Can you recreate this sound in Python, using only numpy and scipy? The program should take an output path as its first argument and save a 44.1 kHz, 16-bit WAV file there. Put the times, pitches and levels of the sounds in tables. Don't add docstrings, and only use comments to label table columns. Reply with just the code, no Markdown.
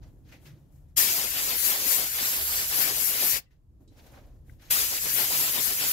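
import sys
import numpy as np
from scipy import signal
from scipy.fft import rfft, irfft, next_fast_len
from scipy.io import wavfile
from scipy.ndimage import uniform_filter1d, map_coordinates

SR = 44100
rng = np.random.default_rng(int(sys.argv[2]) if len(sys.argv) > 2 else 0)


def pcm_store(signal):
    levels = np.round(np.clip(np.atleast_2d(signal), -1, 1) * 32767)
    wavfile.write(sys.argv[1], SR, levels.astype(np.int16).T)


N = 261072


def undb(db):
    return 10 ** (np.asarray(db) / 20)


def left_right(pan_db):
    return undb(np.array([pan_db, -pan_db]) / 2)


def curve(table):
    time_s, *columns = np.transpose(table)
    return [np.interp(np.arange(N) / SR, time_s, column) for column in columns]


# (centre [Hz], width [Hz], gain [dB])
MIC_RESONANCES = [(7156, 820, 2.5), (8660, 1300, -0.5), (12480, 3050, 6.5)]


def noise(spectrum):
    size = next_fast_len(N)
    hz = np.arange(size // 2 + 1) * SR / size + 1
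    table_hz, table_db = np.transpose(spectrum)
    shape_db = np.interp(np.log(hz), np.log(table_hz), table_db, left=-90, right=-90)
    for centre_hz, width_hz, gain_db in MIC_RESONANCES:
        shape_db = shape_db + gain_db * np.exp(-.5 * ((hz - centre_hz) / (width_hz / 2)) ** 2)
    x = irfft(rfft(rng.standard_normal(size)) * undb(shape_db), size)[:N]
    return x / np.std(x)


def noise_pair(spectrum):
    return np.array([noise(spectrum), noise(spectrum)])


def walk(rate_hz):
    hold = int(SR / rate_hz)
    steps = np.repeat(rng.standard_normal(N // hold + 1), hold)
    return 0.89 * uniform_filter1d(uniform_filter1d(steps, hold), hold)[:N]


def patchy(x, depth_db, patch_hz, patch_s):
    size = 512
    z = signal.stft(x, nperseg=size)[2]
    bins = max(int(patch_hz * size / SR), 1)
    frames = max(int(patch_s * SR * 2 / size), 1)
    field = rng.standard_normal(z.shape)
    for _ in range(2):
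        field = uniform_filter1d(uniform_filter1d(field, bins, axis=0), frames, axis=1)
    y = signal.istft(z * undb(depth_db * field / np.std(field)), nperseg=size)[1][:N]
    return y / np.std(y)


# (time [s], level [dB], drone re rumble [dB])
RUMBLE_LEVELS = [(0.0, -51.5, -2), (0.03, -49, -4), (0.41, -59, -0.5), (0.54, -47.5, -4), (0.56, -63, 6),
                 (0.95, -51, -7), (1.04, -56.5, -1.5), (2.37, -56, -3.5), (2.41, -46, -19), (2.65, -55, -1),
                 (3.31, -55.5, -2), (3.35, -49, -3.5), (3.43, -62.5, -4), (4.53, -49.5, -6),
                 (4.65, -59.5, -4), (4.68, -48.5, -11), (4.76, -60, 9), (4.8, -52.5, -8.5),
                 (5.41, -58, 7.5), (5.51, -54, -1), (5.61, -64, 9.5), (5.7, -47, -6), (5.77, -58, 0),
                 (5.92, -59, 3)]
# (frequency [Hz], density [dB per Hz])
RUMBLE_SPECTRUM = [(15, -26.5), (30, -5.5), (45, -5), (60, -1.5), (85, -4.5), (120, -24)]
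DRONE_SPECTRUM = [(80, -19.5), (110, 0.5), (145, -4), (180, -11), (260, -23.5)]
AIR_SPECTRUM = [(150, -9.5), (300, -1), (800, -11), (2000, -25.5), (8000, -28.5), (16000, -34)]
AIR_DB, USUAL_HUM_DB = -74.5, -65
AIR_SHARE = .25


def workshop():
    rumble_db, drone_db = curve(RUMBLE_LEVELS)
    sides = np.array([[1], [-1]])
    rumble = noise(RUMBLE_SPECTRUM) + .3 * noise(RUMBLE_SPECTRUM) * sides
    drone = noise(DRONE_SPECTRUM) + .3 * noise(DRONE_SPECTRUM) * sides
    low = (rumble * undb(1.2 * walk(6)) + drone * undb(drone_db)) * undb(rumble_db)
    air_db = AIR_DB + AIR_SHARE * (curve(HUM_LEVELS)[0] - USUAL_HUM_DB)
    return low + noise_pair(AIR_SPECTRUM) * undb(air_db)


# (time [s], pitch [Hz], level [dB], rise [s], fall t60 [s])
LOW_TONE = (.44, 146, -55, .05, 2.5)
TONE_WAVER = .02


def tone():
    start_s, hz, level_db, rise_s, t60_s = LOW_TONE
    t = np.arange(N) / SR - start_s
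    cycles = np.cumsum(hz * (1 + TONE_WAVER * walk(14))) / SR
    wave = np.sqrt(2) * np.sin(2 * np.pi * cycles)
    fall_db = -60 * np.maximum(t - rise_s, 0) / t60_s
    return wave * np.clip(t / rise_s, 0, 1) * undb(level_db + 1.5 * walk(10) + fall_db)


# (time [s], level [dB], centre [Hz], width [Hz], rise [s], fall t60 [s], left minus right [dB])
TICKS = [(.322, -51.5, 2250, 840, 0.0035, 0.17, -2.18), (.33, -65, 800, 370, .01, .12, .1),
         (.455, -58, 334, 60, 0.0104, .22, -3), (3.458, -75, 1972, 130, .012, .2, 0),
         (3.46, -76, 2690, 140, 0.0057, .2, .6), (3.505, -73, 1960, 140, 0.0053, 0.126, .1),
         (3.51, -81, 2690, 140, .006, .15, .6), (3.876, -66.5, 5600, 4500, .002, 0.16, -4),
         (3.878, -71.5, 4000, 300, .003, 0.27, -4), (4.13, -57, 1205, 1389, 0.0118, .14, -3),
         (4.165, -56, 1100, 1600, 0.0102, 0.2, -4), (4.495, -57, 1800, 700, .0015, .03, 3),
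         (4.596, -63, 2500, 2500, .002, 0.113, -2.17)]


def ticks():
    out, t = np.zeros((2, N + SR)), np.arange(SR // 2) / SR
    for start_s, level_db, hz, width_hz, rise_s, t60_s, pan_db in TICKS:
        mid, side = rng.standard_normal((2, len(t)))
        edges_hz = [max(hz - width_hz / 2, 100), hz + width_hz / 2]
        band = signal.butter(2, edges_hz, "bandpass", fs=SR, output="sos")
        burst = signal.sosfilt(band, [mid + 1.43 * side, mid - 0.49 * side])
        fall_db = -60 * np.maximum(t - rise_s, 0) / t60_s
        burst = burst / np.std(burst) * np.clip(t / rise_s, 0, 1) * undb(level_db + fall_db)
        at = int(start_s * SR)
        out[:, at:at + len(t)] += burst * left_right(pan_db)[:, None]
    return out[:, :N]


# (time [s], rise [s], hold [s], fall t60 [s],
#             rustle [dB], treble [dB], scrape [dB], left minus right before lean [dB])
MOVEMENTS = [(0.0, 0.0044, 0.83, 0.79, -86, -82, -75.5, 8), (.005, 0.026, .008, 0.27, -64.5, -76, -63, .5),
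             (0.055, .015, 0.017, .12, -76.5, -76, -74, 1.5),
             (0.223, 0.0673, .011, 0.33, -63, -70, -77.5, 1.5),
             (0.307, 0.0156, 0.014, 0.23, -57, -64, -61.5, 1.2),
             (0.365, .07, .011, .3, -69.5, -67, -68.5, 7.5),
             (0.442, 0.016, 0.024, 0.23, -57.5, -63, -66.5, 1.5),
             (.53, .03, 0.036, .25, -77.5, -81, -78, 3), (.69, 0.036, 0.057, 0.245, -82, -75, -84.5, 10.5),
             (.875, .011, .015, 0.21, -82, -78, -80.5, 6.5), (3.495, .015, 0.022, 0.197, -76, -83, -79, 3),
             (3.793, .015, 0.0186, 0.21, -82.5, -77, -73.5, 6),
             (3.87, 0.053, .03, .4, -74.5, -76, -72, 1.5), (3.91, .07, 0.161, 0.88, -66.5, -69, -64, 1.5),
             (3.964, .008, .015, .15, -65, -68.5, -76.5, 1.2),
             (4.037, .006, .008, .1, -65, -71, -63, -1.62), (4.058, .006, .008, .1, -61, -63, -62.5, 1.43),
             (4.1, .025, 0.06, .25, -65.5, -69.5, -59.5, 0), (4.2, .03, 0.052, 0.86, -81, -77.5, -67.5, 3),
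             (4.415, 0.069, 0.052, 0.3, -74, -71, -73, 7),
             (4.572, 0.053, 0.089, .2, -59.5, -63, -67.5, 2.5)]


def gestures(column, lean):
    t, power = np.arange(N) / SR, 0
    for row in MOVEMENTS:
        start_s, rise_s, hold_s, t60_s = row[:4]
        fall_db = -60 * np.maximum(t - start_s - rise_s - hold_s, 0) / t60_s
        shape = np.clip((t - start_s) / rise_s, 0, 1) ** 2 * undb(row[column] + fall_db)
        power = power + (shape * left_right(lean * row[-1])[:, None]) ** 2
    return np.sqrt(power)


# (frequency [Hz], density [dB per Hz])
RUSTLE_SPECTRUM = [(500, -20.5), (1100, -8.5), (1600, -2), (2200, -3.5), (4000, -6), (6500, -9.5),
                   (9000, -40.5)]
RUSTLE_TREBLE_SPECTRUM = [(5000, -9.5), (7000, -5.5), (11000, -7), (16000, -8)]
SCRAPE_SPECTRUM = [(330, -18.5), (500, 1), (800, -3.5), (1200, -13.5), (2000, -23)]
TABLE_SPECTRUM = [(150, -12), (230, -3), (300, 0.5), (420, -12), (650, -20)]
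# (time [s], level [dB])
HUM_LEVELS = [(0.0, -63.5), (.45, -62.5), (.9, -69.5), (3.5, -79.5), (3.7, -74), (3.82, -61.5), (4.0, -64),
              (4.17, -60.5), (4.3, -65), (4.69, -64)]


def moves():
    t = np.arange(N) / SR
    quiet = 1
    for on_s, rise_s, off_s, fall_s in VALVE_TIMES:
        quiet = quiet - np.clip((t - on_s) / rise_s, 0, 1) * np.clip(1 - (t - off_s - .05) / fall_s, 0, 1)
    # (spectrum, gain, likeness left and right, grain [dB])
    layers = ((RUSTLE_SPECTRUM, gestures(column=4, lean=.8), .3, 1.5),
              (RUSTLE_TREBLE_SPECTRUM, gestures(column=5, lean=.9), .05, 1.3),
              (SCRAPE_SPECTRUM, gestures(column=6, lean=.2), .6, 1.1),
              (TABLE_SPECTRUM, undb(curve(HUM_LEVELS)[0]), .8, 1.1))
    out = 0
    for spectrum, gain, alike, grain_db in layers:
        mid, side = (patchy(noise(spectrum), grain_db, patch_hz=1200, patch_s=.012) for _ in range(2))
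        pair = np.sqrt((1 + alike) / 2) * mid + np.sqrt((1 - alike) / 2) * side * np.array([[1], [-1]])
        out = out + pair * gain * undb(grain_db * walk(70))
    return out * quiet


def place(x, pan_db, lag_ms):
    at = np.arange(N) - lag_ms * SR / 1000
    right = map_coordinates(x, [np.clip(at, 0, N - 1)], order=5)
    return np.array([x, right]) * left_right(pan_db)


WALLS_DB = -14.5


def wall_gain(gain, t60_s):
    keep = undb(-120 / (t60_s * SR))
    return np.sqrt(signal.lfilter([1 - keep], [1, -keep], gain ** 2)) * undb(WALLS_DB)


# (time [s], dip [dB], width [s], roar mid next stroke [dB], plume mid next stroke [dB])
STROKE_TURNS = [(1.14, -4, 0.019, -1.5, -0.9), (1.31, -8.5, 0.027, -4, -.7), (1.46, -8, 0.019, 1.8, 2),
                (1.59, -11, 0.042, -0.84, 0.05), (1.8, -3, .025, -1.6, -1), (1.93, -3, .03, 0.5, -0.5),
                (2.11, -10.5, .045, -2, 0.3), (2.3, -2, 0.021, -3.5, -2.4), (2.45, -5, 0.027, -6, -1.7),
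                (2.68, -10.5, 0.019, -1.3, 0), (2.95, -4, 0.017, -3.5, -3), (3.07, -5.5, 0.039, -1.6, 0.5),
                (3.19, -4.5, .02, -0.6, 0.7), (3.3, -5, .025, -5.5, -0.15), (4.885, -7, 0.024, -2.5, -1.2),
                (5.01, -13, 0.021, -1.5, 0), (5.125, -8, 0.033, 2, 1.1), (5.28, -8, 0.027, 2, 2),
                (5.39, -5.5, .02, -0.5, 0.7), (5.52, -8, 0.022, 1.5, 1.1), (5.64, -9.5, .03, 0, -.3),
                (5.77, -10.5, 0.025, 1.16, 0.8), (5.9, -8, 0.024, -.7, -.3)]


def strokes(t):
    turn_s, dip_db, width_s, roar_db, plume_db = np.transpose(STROKE_TURNS)
    dips_db = sum(d * np.exp(-.5 * ((t - at) / w) ** 2) for at, d, w in zip(turn_s, dip_db, width_s))
    middle_s = (turn_s[:-1] + turn_s[1:]) / 2
    return np.interp(t, middle_s, roar_db[:-1]), np.interp(t, middle_s, plume_db[:-1]), dips_db


# (opens [s], rise [s], shuts [s], fall [s])
VALVE_TIMES = [(0.96, 0.016, 3.372, .04), (4.698, 0.012, 6.0, .03)]
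# (time [s], nozzle hiss [dB], left minus right [dB], jet hiss [dB])
CAN_SWINGS = [
    [(0.99, -21, 9, -26.5), (1.06, -26.5, 9.5, -32.5), (1.13, -29, 3.5, -33), (1.29, -33.5, 8, -39),
     (1.44, -32, 2.0, -36), (1.57, -29.5, 8, -39), (1.66, -25, 11, -31.5), (1.77, -32.5, 1, -38),
     (1.83, -32, 4, -37.5), (1.92, -23.5, 10.5, -30), (2.02, -31.5, 4, -36.5), (2.1, -33.5, 5.5, -40),
     (2.29, -29.5, 1.5, -35), (2.39, -32.5, 1, -40), (2.6, -30, 2, -35), (2.66, -34, 0.5, -40.5),
     (2.78, -27.5, 5.5, -34), (2.82, -23.5, 12, -32.5), (2.92, -33, 4.5, -37.5), (3.08, -26, 9.5, -35),
     (3.15, -31.5, 3.5, -37.5), (3.19, -30, 2.5, -38), (3.31, -24.5, 10.5, -32.5), (3.36, -30.5, 9, -36.5)],
    [(4.725, -22.5, 6, -30), (4.761, -26.5, 5, -33), (5.007, -35, 3.0, -39), (5.077, -30.5, 6, -36),
     (5.203, -26.5, 10.5, -36), (5.271, -32, 2.5, -36), (5.387, -27.5, 3.5, -35),
     (5.489, -31.5, 3.0, -35.5), (5.519, -31.5, 3.5, -39.5), (5.655, -27.5, 9.5, -33.5),
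     (5.759, -33.5, 1.0, -39.5), (5.859, -30, 3.0, -36), (5.91, -27, 1.0, -35.5)],
]
# (frequency [Hz], density [dB per Hz])
NOZZLE_SPECTRUM = [(6500, -27.5), (8500, -6.5), (10000, -1.5), (12000, 0), (16000, -1)]
HISS_SPECTRUM = [(3000, -19.5), (4600, -5.5), (6000, -3), (8000, -3.5), (9500, -10), (12000, -31)]
PLUME_SPECTRUM = [(800, -19), (1300, -7), (1800, -3.5), (2600, -3), (3900, -5), (5000, -3.5), (8000, -26)]
ROAR_SPECTRUM = [(80, -23.5), (150, -4.5), (300, -1.5), (700, 0), (1100, -1.5), (1800, -24)]
NOZZLE_DB, PLUME_DB, ROAR_DB = -29.5, -33, -41
PLUME_DB_PER_NOZZLE_DB, PLUME_DB_PER_DIP_DB = .18, .63
SURGE_DB, SURGE_S = 5, .092
PLUME_PAN_DB, PLUME_PAN_PER_CAN_DB, PLUME_PAN_PER_STROKE_DB = 2.5, .25, .2
LAG_MS, LAG_MS_PER_PAN_DB, LAG_MS_PER_DIP_DB = .2, .02, .01


def spray():
    t = np.arange(N) / SR
    nozzle_db, can_pan_db, hiss_db = curve(np.vstack(CAN_SWINGS))
    roar_db, plume_db, dip_db = strokes(t)
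    stroke_db = roar_db + dip_db
    flow, surge_db = 0, 0
    for on_s, rise_s, off_s, fall_s in VALVE_TIMES:
        opening = np.clip((t - on_s) / rise_s, 0, 1) ** 1.9
        flow = flow + opening * np.clip(1 - (t - off_s) / fall_s, 0, 1) ** 2
        surge_db = surge_db + SURGE_DB * np.exp(-np.abs(t - on_s) / SURGE_S)
    plume_db = PLUME_DB + plume_db + surge_db + PLUME_DB_PER_DIP_DB * dip_db
    plume_db = plume_db + PLUME_DB_PER_NOZZLE_DB * (nozzle_db - NOZZLE_DB)
    plume_pan_db = PLUME_PAN_DB + PLUME_PAN_PER_CAN_DB * can_pan_db + PLUME_PAN_PER_STROKE_DB * stroke_db
    lag_ms = LAG_MS + LAG_MS_PER_PAN_DB * can_pan_db - LAG_MS_PER_DIP_DB * dip_db
    pair_db = 10 * np.log10((undb(can_pan_db) + undb(-can_pan_db)) / 4)
    nozzle_db, hiss_db = nozzle_db - pair_db, hiss_db - pair_db
    # (spectrum, level [dB], pan [dB], share heard apart, flicker [dB], room t60 [s]); treble dies first
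    layers = ((NOZZLE_SPECTRUM, nozzle_db, can_pan_db, .7, .9, .1),
              (HISS_SPECTRUM, hiss_db, can_pan_db, .6, .9, .13),
              (PLUME_SPECTRUM, plume_db, plume_pan_db, .55, 1.1, .17),
              (ROAR_SPECTRUM, ROAR_DB + stroke_db, plume_pan_db, .4, 1.2, .2))
    out = 0
    for spectrum, level_db, pan_db, apart, flicker_db, t60_s in layers:
        gain = flow * undb(level_db + flicker_db * walk(40))
        near = place(noise(spectrum), pan_db, lag_ms)
        wide = noise_pair(spectrum) * left_right(pan_db)
        direct = gain * (np.sqrt(1 - apart) * near + np.sqrt(apart) * wide)
        out = out + direct + wall_gain(gain, t60_s) * noise_pair(spectrum)
    eddies = [patchy(channel, 2.84, patch_hz=180, patch_s=.018) for channel in out]
    return np.array(eddies) * np.std(out, axis=1, keepdims=True)


def scene():
    return workshop() + tone() + ticks() + moves() + spray()


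CEILING, TOP_HZ = .65, 15730


def record(dry):
    lowpass = signal.ellip(14, .2, 75, TOP_HZ, fs=SR, output="sos")
    return signal.sosfilt(lowpass, CEILING * np.tanh(dry / CEILING))


dry = scene()
out = record(dry)
pcm_store(out)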